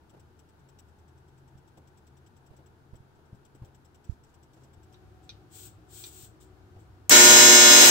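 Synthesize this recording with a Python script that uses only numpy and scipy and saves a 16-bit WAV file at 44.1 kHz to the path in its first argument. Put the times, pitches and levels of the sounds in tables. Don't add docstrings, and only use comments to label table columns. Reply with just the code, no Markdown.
import sys
import numpy as np
from scipy import signal
from scipy.fft import rfft, irfft, next_fast_len
from scipy.io import wavfile

SR = 44100
rng = np.random.default_rng(int(sys.argv[2]) if len(sys.argv) > 2 else 0)


def master(y):
    cut = np.clip(np.atleast_2d(y).T, -1, 1)
    pcm = np.round(cut * 32767)
    wavfile.write(sys.argv[1], SR, pcm.astype(np.int16))


N = 348379
TIME = np.arange(N) / SR
BUZZ_HZ, CUTOFF_HZ = 119.982, 15780
SWITCH_S, FIRST_BLOW_S = 7.095, 7.107

# (frequency [Hz], relative level [dB])
SHEET_COLOUR = [(40, -17), (70, -12.5), (135, -17), (280, -6), (450, -7.5), (1100, -8.5), (2000, -5),
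                (4400, -7), (5400, -4), (6800, -3), (8000, -6.5), (10300, -20), (11800, -13.5),
                (15500, -13)]
# (frequency [Hz], relative level [dB])
TOUCH_COLOUR = [(80, -4), (190, 2), (350, 1.5), (620, -2), (900, -4.5), (1500, -21), (3000, -23.5),
                (8000, -35)]


def game():
    # (frequency [Hz], relative level [dB])
    snap_colour = [(300, -19), (4000, -31), (7300, 4.0), (10500, -18), (14500, -4)]
    out, t = np.zeros((2, N)), TIME[:N - int(SWITCH_S * SR)]
    drone_db, rattle_db = swing(t + SWITCH_S)
    add(out, SWITCH_S, amp(drone_db - 0.13) * drone(t) + amp(rattle_db) * rattle(t))
    add(out, SWITCH_S, amp(-9.5) * knock(snap_colour, t60=0.031, tail_db=-22, tail_t60=.15))
    add(out, FIRST_BLOW_S, amp(-15.5) * knock(SHEET_COLOUR, t60=0.056, tail_db=-17, tail_t60=0.26))
    return out


def swing(s, swing_up_s=0.0034, jolt_db=5, settle_s=0.1, ease_at_s=7.83, ease_s=0.036):
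    since = np.maximum(s - FIRST_BLOW_S, 0)
    idle = np.exp(-since / swing_up_s)
    eased = ramp((s - ease_at_s) / ease_s)
    drone_db = -32 * idle - 4 * eased
    hopping_db = -15 + jolt_db * np.exp(-since / settle_s) + 1.5 * eased
    return drone_db, -20.5 * idle + hopping_db * (1 - idle)


def drone(t, treble_hz=4600, waver_db=1.12, slip_rad=0.19):
    # (harmonic number, relative level [dB],
    # drift as the players travel [dB/s], left minus right [dB], left-right correlation)
    resonances = [(2, -34.8, -1, -1, 1.0), (3, -27.2, -4, -1, 0.7), (4, -34.5, 1, -1, 0.6),
                  (5, -29.6, -1, 1, 1.0), (6, -34.9, 2, -9, -0.4), (7, -27.2, -3, 4, -1.0),
                  (8, -28.2, -4, -3, 0.3), (9, -37.3, -3, -1, 0.5), (12, -26.3, -3, 13, 0.7),
                  (14, -25.4, 0, 7, -0.9), (15, -30.1, -5, -5, 0.9), (18, -30.0, -2, 2, 0.9),
                  (24, -29.3, 3, -10, 0.8), (25, -30.0, -4, 8, -0.4), (28, -26.5, 3, -4, -0.2),
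                  (32, -28.7, 3, 10, 0.7), (33, -25.4, 3, 2, -0.5), (37, -28.4, 3, -2, -1.0),
                  (43, -24.3, 10, -3, 1.0), (44, -27.9, 2, 3, 0.9), (47, -28.4, 8, 6, 0.9),
                  (51, -26.1, 1, 2, 0.8), (53, -25.7, 15, -2, 0.7), (54, -28.2, -2, -5, -0.9),
                  (55, -21.1, -4, -8, -0.9), (56, -23.9, -2, -2, -0.5), (58, -27.9, -4, 0, -0.5),
                  (60, -24.4, 4, 5, -0.9), (61, -28.1, 5, 1, -0.4), (62, -24.6, 0, 9, 0.1)]
    # (frequency [Hz], relative level [dB])
    off_resonance = [(120, -53), (1200, -38), (2400, -37), (3500, -38), (4500, -37), (5800, -34),
                     (6800, -35), (7800, -35), (8600, -43), (10000, -54), (12500, -50), (15500, -51)]
    # (time [s], gain [dB])
    treble_curve = [(7.11, -2), (7.2, -0.5), (7.48, 0.8), (7.65, -0.8), (7.83, -1.5), (7.87, -3)]
    treble_db = np.interp(t + SWITCH_S, *np.transpose(treble_curve))
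    resonant = {round(row[0]): row[1:] for row in resonances}
    out = np.zeros((2, len(t)))
    for k in range(1, int(CUTOFF_HZ / BUZZ_HZ)):
        hz = k * BUZZ_HZ
        scatter = rng.normal(size=4) * [1.8, 4, 3, 1]
        weak = (at_hz(off_resonance, hz) + scatter[0], scatter[1], scatter[2], .4 * np.tanh(scatter[3]))
        level_db, drift, pan_db, correlation = resonant.get(k, weak)
        ear_phase = np.arccos(correlation) * rng.choice([-1, 1]) * np.array([[.5], [-.5]])
        phase = 2 * np.pi * (hz * t + rng.random())
        phase += slip_rad * np.sqrt(hz / treble_hz) * wander(10.5, len(t))
        swell_db = treble_db * (hz > treble_hz) + drift * (t - t[-1] / 2)
        swell_db += waver_db * wander(8.5, len(t))
        out += np.sqrt(2) * amp(level_db + swell_db) * panned(pan_db) * np.cos(phase + ear_phase)
    return out


def rattle(t, scatter_s=.0017, uneven_db=2.5, roam_db=3.0, players=12):
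    # (frequency [Hz], bandwidth [Hz], relative level [dB], left minus right [dB])
    modes = [(292, 23, -22.5, -4), (2100, 65, -19, -9), (6400, 120, -13, -10), (6700, 160, -16, 0),
             (7760, 170, -8.5, 26), (8160, 200, -7, 29)]
    out, margin = np.zeros((2, len(t))), SR // 4
    cycles = np.arange(-8, t[-1] * BUZZ_HZ + 1)
    for player in range(players):
        landings = (cycles + player / players) / BUZZ_HZ + scatter_s * rng.standard_normal(len(cycles))
        blows = np.zeros(len(t) + 2 * margin)
        blows[(landings * SR).astype(int) + margin] = amp(uneven_db * rng.standard_normal(len(cycles)))
        blows *= amp(roam_db * wander(1.99, len(blows)))
        response = knock(SHEET_COLOUR, t60=0.12, tail_db=-10, tail_t60=0.34)
        out += signal.fftconvolve(blows[None], response, axes=1)[:, margin:margin + len(t)]
    ringing = np.zeros_like(out)
    for hz, width_hz, db, pan_db in modes:
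        resonator = signal.iirpeak(hz, hz / width_hz, fs=SR)
        ringing += amp(db) * panned(pan_db) * unit(signal.lfilter(*resonator, out))
    return unit(unit(out) + 0.51 * ringing)


def clicks(crack_db=-19.0, ring_db=-10.0):
    # (time [s], relative level [dB])
    contacts = [(4.943, -50), (5.2926, -33.5), (5.3006, -38), (6.0392, -31.5)]
    # (frequency [Hz], relative level [dB])
    colour = [(1000, -12), (2400, -9), (3700, 2), (6000, -10), (7200, -19), (12000, -33)]
    # (frequency [Hz], relative level [dB], time to fall 60 dB [s])
    modes = [(1404, -13, 0.056), (2430, -8.5, 0.059), (3530, -3, 0.096), (3696, -3, 0.067),
             (3900, -4, 0.065), (4300, -1, .04), (4500, -9, 0.088), (5160, -13, .07), (5800, -5.5, 0.054),
             (6100, -11, .05)]
    out, t = np.zeros((2, N)), TIME[:SR // 4]
    for s, db in contacts:
        ring = sum(amp(mode_db - 60 * t / t60) * np.sin(2 * np.pi * (hz * t + rng.random((2, 1))))
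                   for hz, mode_db, t60 in modes)
        crack = knock(colour, t60=0.029, tail_db=-3.5, tail_t60=0.24)
        add(out, s, amp(db + ring_db) * ring + amp(db + crack_db) * crack)
    return out


def taps(gain_db=-8.0, rise_s=0.0015):
    # (time [s], relative level [dB])
    touches = [(1.773, -42), (2.505, -49), (2.534, -51), (2.602, -51), (2.936, -51), (3.189, -50),
               (3.33, -49.5), (3.548, -46.5), (3.621, -43)]
    out = np.zeros((2, N))
    rise = 1 - np.exp(-TIME[:SR // 4] / rise_s)
    for s, db in touches:
        add(out, s, amp(db + gain_db) * rise * knock(TOUCH_COLOUR, t60=0.068, tail_db=-13, tail_t60=.3))
    return out


def bumps(gain_db=3.0, t60=0.034, flesh_s=0.0023, lead_s=.02):
    # (time [s], relative level [dB], frequency [Hz], left minus right [dB])
    thuds = [(1.554, -46, 105, -13), (2.509, -45, 80.7, -14), (2.932, -39.5, 76, -21),
             (2.952, -46, 76, -10), (3.004, -44.5, 86.1, -10), (3.329, -37.5, 115, 2),
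             (3.345, -44.5, 115, 7), (3.62, -36, 101, 1.5), (3.637, -40, 100, 3), (4.095, -23, 81, -27),
             (4.123, -36.5, 64.6, -21), (4.777, -46.5, 80.7, 6), (6.234, -45, 99, 4),
             (6.765, -45, 72.7, 0.5)]
    out, t = np.zeros((2, N)), TIME[:SR // 4] - lead_s
    rise = np.exp(-(np.minimum(t - flesh_s, 0) / flesh_s) ** 2 / 2)
    fall = amp(-60 * np.maximum(t - flesh_s, 0) / t60)
    for s, db, hz, pan_db in thuds:
        add(out, s - lead_s, amp(db + gain_db) * panned(pan_db) * rise * fall * np.sin(2 * np.pi * hz * t))
    return out


def scuffs_and_rumble(gain_db=0.5):
    # (start [s], length [s], relative level [dB])
    swells = [(0.05, 0.23, -63.5), (2.492, 0.085, -60), (2.578, 0.045, -61), (2.91, 0.067, -62),
              (3.592, .15, -65), (4.2, 0.77, -68.5), (6.73, .1, -65)]
    return amp(gain_db) * noise_swells(swells, TOUCH_COLOUR, flutter_db=8.0, flutter_hz=41.4)


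def lens_steps(clock_start_s=.0978, period_s=.09862, jitter_s=.002, lead_s=0.0035, gain_db=-7.5):
    # (start [s], end [s], first relative level [dB], last relative level [dB])
    hunts = [(0.1, 0.2, -57.5, -59.5), (0.39, 0.59, -57, -68), (0.69, 0.79, -59, -52),
             (0.89, 1.68, -67, -62), (1.77, 2.66, -60, -60.5), (2.96, 2.96, -59, -59),
             (3.16, 3.35, -69, -67), (3.45, 4.04, -59.5, -57.5), (4.24, 4.93, -60.5, -59.5)]
    # (frequency [Hz], relative level [dB])
    colour = [(1500, -14), (3300, -3), (4400, -14), (5600, -1), (6800, -10.5), (7800, 4.5), (9000, -16.5),
              (10500, -22), (15000, -11)]
    out, t = np.zeros((2, N)), TIME[:SR // 10]
    slide = np.minimum(t / 0.0032, 1) * (np.exp(-(t / .02) ** 4) + 0.2 * np.exp(-t / .025))
    for start, end, first_db, last_db in hunts:
        first, last = [round((s - clock_start_s) / period_s) for s in (start, end)]
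        ticks = clock_start_s + period_s * np.arange(first, last + 1)
        for s, db in zip(ticks, np.linspace(first_db, last_db, len(ticks))):
            late_s, uneven_db = rng.standard_normal(2) * [jitter_s, 0.8]
            add(out, s - lead_s + late_s, amp(db + gain_db + uneven_db) * slide * noise(colour, len(t)))
    return out


def lens_runs(brake_db_per_s=298, full_speed_db=-53, hiss_hz=10500, grain_db=0.4):
    # (start [s], time to reach speed [s], time until braking [s], level [dB])
    runs = [(5.22, .02, .025, -68), (5.489, 0.081, 0.18, -50), (5.86, .13, 0.22, -48),
            (6.04, .15, 0.21, -51), (6.396, .015, .03, -59.5), (6.78, .025, 0.027, -68)]
    # (frequency [Hz], relative level [dB])
    colour = [(880, -43), (1500, -16), (1770, -25), (2040, -23), (2410, -16.5), (2600, -17), (3390, -11),
              (4980, -15.5), (6760, -11.5), (7760, -1.5), (8230, -5), (10600, -27.5), (12200, -18),
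              (14900, -11.5), (15800, -8)]
    power = np.zeros(N)
    for start, speed_up, length, db in runs:
        braking = np.maximum(TIME - start - length, 0)
        power += (amp(db - brake_db_per_s * braking) * ramp((TIME - start) / speed_up)) ** 2
    level, whir = np.sqrt(power), noise(colour, N)
    hiss = signal.sosfiltfilt(signal.butter(2, hiss_hz, "high", fs=SR, output="sos"), whir)
    brightness = (level / amp(full_speed_db)) ** .4
    return level * amp(grain_db * wander(45, N)) * (whir + (brightness - 1) * hiss)


def rustles():
    # (start [s], length [s], relative level [dB])
    swells = [(4.02, .17, -70), (4.22, 0.14, -73), (4.48, .26, -73)]
    # (frequency [Hz], relative level [dB])
    colour = [(1000, 3), (3000, -1), (5000, -1), (7700, 0), (10000, -12), (15000, -12)]
    return noise_swells(swells, colour, flutter_db=-3.0, flutter_hz=40)


def room(move_at_s=4.85, move_s=.25):
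    # (frequency [Hz], relative level [dB])
    first_colour = [(25, -12), (50, -8.5), (80, -1.5), (135, -5.5), (220, -11.5), (400, -11), (560, -20.5),
                    (880, -15), (1100, -22.5), (1500, -19.5), (2000, -30.5), (4000, -34.5), (10000, -43.5),
                    (15500, -45)]
    later_colour = [(30, -28), (60, -3.5), (110, 0), (240, -16), (350, -7.5), (520, -20.5), (800, -19),
                    (1050, -22.5), (1450, -21.5), (2000, -31), (4000, -35), (8000, -41.5), (10000, -46),
                    (15500, -45)]
    # (frequency [Hz], bandwidth [Hz], level [dB])
    first_hums = [(79, 2.7, -66), (134.6, 2.7, -65.5), (341, 33, -73), (904, 19, -83.5)]
    later_hums = [(64, 4.8, -62.5), (98, 9.6, -60.5), (311, 12, -69), (368, 5.2, -67), (747, 14, -73)]
    first = ventilation(first_colour, first_hums, rumble_db=-59.5)
    later = ventilation(later_colour, later_hums, rumble_db=-56.0)
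    moved = np.clip((TIME - move_at_s) / move_s + .5, 0, 1)
    return np.sqrt(1 - moved) * first + np.sqrt(moved) * later


def ventilation(colour, hums, rumble_db, pan_db=3.0):
    out = amp(rumble_db) * noise(colour, N, lean=1.0)
    for hz, width_hz, db in hums:
        phase = 2 * np.pi * hz * TIME
        hum = wander(width_hz, N) * np.cos(phase) + wander(width_hz, N) * np.sin(phase)
        out += amp(db) * panned(pan_db) * hum
    return out


def knock(colour, t60, tail_db, tail_t60):
    t = TIME[:SR // 4]
    return noise(colour, len(t)) * (amp(-60 * t / t60) + amp(tail_db - 60 * t / tail_t60))


def noise_swells(swells, colour, flutter_db, flutter_hz):
    out = np.zeros((2, N))
    for s, length, db in swells:
        size = int(length * SR)
        flutter = flutter_db * np.tanh(wander(flutter_hz, size))
        add(out, s, amp(db + flutter) * np.hanning(size) * noise(colour, size))
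    return out


def noise(colour, size, lean=0.0):
    # (frequency [Hz], side minus mid [dB])
    widths = [(40, -2.5), (150, -9.5), (330, -7.5), (600, -3.5), (1500, 1), (15000, -1)]
    # (frequency [Hz], left minus right [dB])
    balance = [(60, 0.5), (400, 3), (900, 5), (2400, 1.5), (15000, 0)]
    padded = next_fast_len(size)
    hz = np.arange(padded // 2 + 1) * SR / padded
    mid, side = rfft(rng.standard_normal((2, padded))) * amp(at_hz(colour, hz)) * (hz < CUTOFF_HZ)
    width, sides = amp(at_hz(widths, hz)), np.array([[1], [-1]])
    ears = (mid + sides * width * side) / np.sqrt(1 + width ** 2)
    ears *= amp(sides * lean * at_hz(balance, hz) / 2)
    return unit(irfft(ears, padded)[:, :size])


def wander(rate_hz, size):
    knots = int(2 * rate_hz * size / SR) + 8
    curve = unit(signal.resample(rng.standard_normal(knots), 8 * knots))
    return np.interp(np.arange(size) * (16 * rate_hz / SR), np.arange(len(curve)), curve)


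def amp(db):
    return 10 ** (np.asarray(db) / 20)


def unit(x):
    return x / np.sqrt(np.mean(x ** 2) + 1e-20)


def at_hz(points, hz):
    f, value = np.transpose(points)
    return np.interp(np.log(np.maximum(hz, 1)), np.log(f), value)


def panned(db):
    return unit(amp([[db / 2], [-db / 2]]))


def ramp(x):
    return np.sin(np.pi / 2 * np.clip(x, 0, 1)) ** 2


def add(out, s, sound):
    start = int(s * SR)
    out[:, start:start + sound.shape[1]] += sound[:, :N - start]


def scene():
    background = room()
    handling = taps() + scuffs_and_rumble() + bumps() + rustles() + clicks()
    lens = (lens_steps() + lens_runs()) * panned(6.0)
    return game() + handling + lens + background


def record(dry):
    low_pass = signal.ellip(10, .1, 80, CUTOFF_HZ, fs=SR, output="sos")
    return signal.sosfilt(low_pass, np.clip(dry, -1, 1))


dry = scene()
out = record(dry)
master(out)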